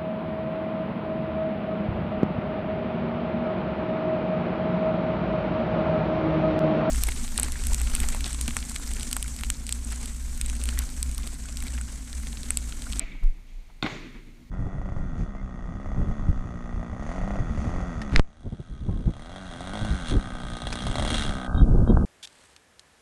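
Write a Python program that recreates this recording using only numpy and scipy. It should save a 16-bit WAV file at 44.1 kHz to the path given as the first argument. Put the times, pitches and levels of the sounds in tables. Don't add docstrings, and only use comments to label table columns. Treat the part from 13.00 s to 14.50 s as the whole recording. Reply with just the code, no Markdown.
import sys
import numpy as np
from scipy import signal
from scipy.fft import rfft, irfft, next_fast_len
from scipy.io import wavfile

SR = 44100
rng = np.random.default_rng(int(sys.argv[2]) if len(sys.argv) > 2 else 0)


def bounce(signal):
    frames = np.transpose(np.atleast_2d(signal))
    limited = np.clip(frames, -1, 1)
    pcm = np.round(limited * 32767).astype(np.int16)
    wavfile.write(sys.argv[1], SR, pcm)


N = 66150

STROKE_S, STROKE_DB = 0.8253, -18


def amp(db):
    return 10 ** (np.asarray(db) / 20)


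def along(points, hz):
    f, value = np.transpose(points)
    return np.interp(np.log(hz + 1), np.log(f + 1), value)


def filtered(x, response):
    size = next_fast_len(N + SR // 2)
    hz = np.fft.rfftfreq(size, 1 / SR)
    return irfft(rfft(x, size) * response(hz), size)[..., :N]


def noise(spectrum, port=1):
    # f/Hz, level/dB
    port_tone = [(1700, -2), (1950, 2.5), (2150, 6.5), (2450, 2), (2950, -2), (3650, -0.5), (4500, -0.5),
                 (5000, -4.5), (6800, -2), (8000, -8), (12000, -5)]

    def gain(f):
        inside = (f > spectrum[0][0]) * (f < spectrum[-1][0])
        return amp(along(spectrum, f) + port * along(port_tone, f)) * inside

    x = filtered(rng.standard_normal(N), gain)
    return x / np.std(x)


def burst(s, rise, t60):
    t = np.maximum(np.arange(N) / SR - s, 0)
    return (1 - np.exp(-t / rise)) * amp(-60 * t / t60)


def stroke():
    # f/Hz, level/dB, t60/s, swell/s, lag/s
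    modes = [(166, -7.5, 0.037, 0.0022, 0.0022), (248, -0.5, 0.018, 0.00057, 0.0025),
             (302.7, -9.5, 0.075, 0.0019, 0.00267), (772, -6.5, 0.027, 0.00047, 0.00204),
             (1073, -5.5, 0.024, 0.0012, 0.00067), (1433, -1, 0.018, 0.00075, 0.00098),
             (2059, -10.5, 0.052, 0.0014, 0.00069), (2520, -4.5, 0.013, 0.00033, 0.00046),
             (3230, -4.5, 0.014, .0008, 0.0003), (3655, 2.5, 0.013, 0.00033, 0.00022),
             (4200, -0.5, 0.0093, 0.00063, 0.00022), (4473, -13, 0.016, 0.00089, 0.00029)]
    # delay/s, level below 500 Hz/dB, level above/dB, tilt of the part above about 1 kHz/(dB per octave)
    echoes = [(.0075, -8.5, -16, 2), (0.0167, -0.5, -13, -0.5), (.026, -3, -19, -1), (.0358, -32, -1.5, -6),
              (.0412, -10, -16, -13)]
    # f/Hz, relative level/(dB per Hz)
    crack_tone = [(4800, -10), (6000, -17), (7500, 1), (10000, -12), (12000, -12.5), (15500, -28)]
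    crack_db, crack_rise_s, crack_t60_s = -24.5, 0.00022, 0.013
    phase_spread = 0.94
    direct = (0, 0, 0.017, 0.011)

    t, out = np.arange(N) / SR, np.zeros(N)
    for delay, low_db, high_db, tilt_db in [direct] + echoes:
        for hz, mode_db, t60, swell, lag in modes:
            s = STROKE_S + delay + lag
            path_db = low_db if hz < 500 else high_db + tilt_db * np.log2(hz / 1000)
            phase = (delay > 0) * phase_spread * rng.normal()
            ringing = np.sin(2 * np.pi * hz * (t - s) + phase)
            out += amp(STROKE_DB + mode_db + path_db) * burst(s, swell, t60) * ringing
        level = amp(STROKE_DB + high_db + crack_db + 2 * tilt_db)
        out += level * burst(STROKE_S + delay, crack_rise_s, crack_t60_s) * noise(crack_tone)
    return out


def side_wall():
    # f/Hz, relative level/(dB per Hz)
    wall_tone = [(400, 9.5), (700, -6), (1100, 5), (2100, -2.5), (4000, -8), (8000, -25), (13000, -33.5)]
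    delay_s, db, rise_s, t60_s = 0.035, -5, 0.0031, 0.057
    return amp(STROKE_DB + db) * burst(STROKE_S + delay_s, rise_s, t60_s) * noise(wall_tone)


def roof():
    # f/Hz, relative level/(dB per Hz)
    roof_tone = [(3000, -17), (4500, -8), (6500, 4), (7600, 1), (9000, -17), (13000, -20)]
    delay_s, db, rise_s, t60_s = 0.056, -26, 0.044, 0.29
    return amp(STROKE_DB + db) * burst(STROKE_S + delay_s, rise_s, t60_s) * noise(roof_tone)


def pings():
    # t/s, level before the rise/dB, f/Hz, t60/s
    rings = [(.012, -40.5, 654, 0.11), (.1192, -44, 3650, 0.03), (0.1198, -40, 2330, 0.035),
             (0.8327, -25, 7100, 0.0046), (0.833, -43, 5800, 0.024), (0.8424, -40, 8000, 0.0068),
             (0.8535, -36, 5570, 0.009)]
    rise_s = 0.0005
    t, out = np.arange(N) / SR, np.zeros(N)
    for s, db, hz, t60 in rings:
        out += amp(db) * burst(s, rise_s, t60) * np.sin(2 * np.pi * hz * (t - s))
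    return out


def hall():
    tails = [(-.1, -36.5), (0.8257, -32.5)]
    # f/Hz, relative level/(dB per Hz)
    earlier_tone = [(90, -8.5), (140, -14.5), (177, -6), (215, -14), (288, -10), (340, -14.5), (500, -23),
                    (650, -6.5), (880, -18.5), (1800, -20.5), (2300, -15.5), (4000, -24.5), (8000, -35),
                    (15000, -75)]
    later_tone = [(90, -7.5), (128, -2.5), (150, -7.5), (176, -3), (205, -9), (248, 3.5), (270, -7),
                  (296, -3.5), (400, -7.5), (527, -13), (600, -4.5), (1100, -8.5), (1800, -15), (4000, -16),
                  (7000, -28.5), (10000, -42), (15000, -60)]
    # f/Hz, t60/s
    decay = [(100, 1.89), (260, 2.045), (700, 0.42), (1840, 1.09), (4850, 0.8), (10000, 1.33)]
    # f/Hz, depth/dB
    flutter = [(120, 1.5), (280, 4), (450, 3), (1000, -0.5), (2500, 1.5), (7000, 0)]
    # f/Hz, rise/s
    band_build = [(3000, 0.002), (5000, 0.046), (7000, 0.03), (12000, 0.019)]
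    build_s, round_trip_s, frame = 0.014, 0.1169, 768

    out = np.zeros(N)
    for (s, db), tone in zip(tails, (earlier_tone, later_tone)):
        hz, t, spectra = signal.stft(noise(tone), SR, nperseg=frame)
        age = np.maximum(t - s, 0)
        pulse = np.cos(2 * np.pi * age / round_trip_s)
        decay_db = -60 * age / along(decay, hz)[:, None]
        flutter_db = along(flutter, hz)[:, None] * pulse
        build = 1 - np.exp(-age / along(band_build, hz)[:, None])
        shaped = spectra * amp(decay_db + flutter_db) * build
        tail = signal.istft(shaped, SR, nperseg=frame)[1][:N]
        fill = np.clip((np.arange(N) / SR - s) / build_s, 0, 1) ** 2
        out += amp(db) * tail * fill
    return out


def hand():
    # centre t/s, level/dB, f at centre/Hz, glide/(Hz/s), rise/s, fall/s
    thumps = [(.042, -24.5, 27.8, -6, 0.016, 0.021), (.092, -38, 27.6, -3, 0.028, 0.011),
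              (0.163, -29, 27.2, -9, 0.02, 0.036), (.253, -10.5, 25.9, -130, 0.019, 0.054),
              (0.344, -35.5, 29.2, 22, 0.011, 0.1), (.578, -30.5, 30.3, 6, 0.043, 0.066),
              (1.161, -38, 34.8, 0, .015, 0.031), (1.332, -48, 27, -7, .025, 0.021),
              (1.455, -43, 33, 22, 0.013, 0.029)]
    # t/s, level/dB
    rumble = [(0.0, -43.5), (0.212, -41), (0.338, -39.5), (0.446, -46.5), (0.664, -39.5), (0.792, -42.5),
              (0.94, -47), (1.206, -47), (1.336, -49), (1.5, -56)]
    # f/Hz, relative level/(dB per Hz)
    rumble_tone = [(10, -13), (28, 18), (40, -31.5), (55, -2), (80, -52), (120, -50)]
    # t/s, level before the rise/dB
    creaks = [(0.2347, -46), (0.2394, -45.5)]
    # f/Hz, relative level/(dB per Hz)
    creak_tone = [(1000, -21), (4000, -1), (7000, -6), (12500, -8), (15500, -14)]
    creak_rise_s, creak_t60_s = 0.00026, 0.0071

    t = np.arange(N) / SR
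    out = amp(np.interp(t, *np.transpose(rumble))) * noise(rumble_tone)
    for s, db, hz, glide, rise, fall in thumps:
        u = t - s
        swell = np.exp(-(u / np.where(u < 0, rise, fall)) ** 2)
        out += amp(db) * swell * np.cos(2 * np.pi * (hz * u + glide * u * u / 2))
    clicks = sum(amp(db) * burst(s, creak_rise_s, creak_t60_s) for s, db in creaks)
    return out + noise(creak_tone, port=0) * clicks


def turf():
    # t/s, level before the rise/dB, rise/s, t60/s, tilt about 1 kHz/(dB per octave)
    bounces = [(0.151, -45.5, 0.0017, 0.033, -7.5), (0.222, -44, 0.0072, 0.11, -4.5),
               (0.383, -51.5, 0.0016, 0.025, 1), (.688, -54, 0.0036, 0.054, -2),
               (0.698, -47, 0.0024, 0.036, -1), (1.142, -44.5, .015, 0.16, 5.5)]
    # f/Hz, relative level/(dB per Hz)
    bounce_tone = [(200, 1), (500, 0), (900, 11), (2200, -2), (4000, -17), (8000, -50)]
    # f/Hz, relative level/(dB per Hz)
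    scuff_tone = [(600, -16.5), (1700, 2), (2300, 12), (3000, 16), (4500, 9), (8000, 7)]
    scuff_s, scuff_db, scuff_rise_s, scuff_t60_s = 0.457, -62, 0.02, 1

    out = amp(scuff_db) * burst(scuff_s, scuff_rise_s, scuff_t60_s) * noise(scuff_tone)
    for s, db, rise, t60, tilt_db in bounces:
        tilted = [(f, level + tilt_db * np.log2(f / 1000)) for f, level in bounce_tone]
        out += amp(db) * burst(s, rise, t60) * noise(tilted)
    return out


def camera():
    # f/Hz, relative level/(dB per Hz)
    air_tone = [(60, 6.5), (130, -8), (200, -8.5), (300, -14), (420, -18.5), (1000, -23), (2200, -26),
                (4000, -28), (8700, -29), (15600, -37.5)]
    air_db = -57
    first_frame_s, frame_hz = 0.004, 29.97
    tick_hz, tick_db, tick_s = 8560, -68.5, 0.0029

    t = np.arange(N) / SR
    cycle = ((t - first_frame_s) * frame_hz + 0.5) % 1 - 0.5
    ticks = np.exp(-(cycle / frame_hz / tick_s) ** 2) * np.sin(2 * np.pi * tick_hz * t)
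    return amp(air_db) * noise(air_tone) + amp(tick_db) * ticks


def scene():
    blow = stroke() + side_wall() + roof() + pings()
    return (blow + hall() + hand() + turf() + camera())[None]


def record(dry):
    top_hz = 15600
    return filtered(dry, lambda hz: hz < top_hz)


dry = scene()
out = record(dry)
bounce(out)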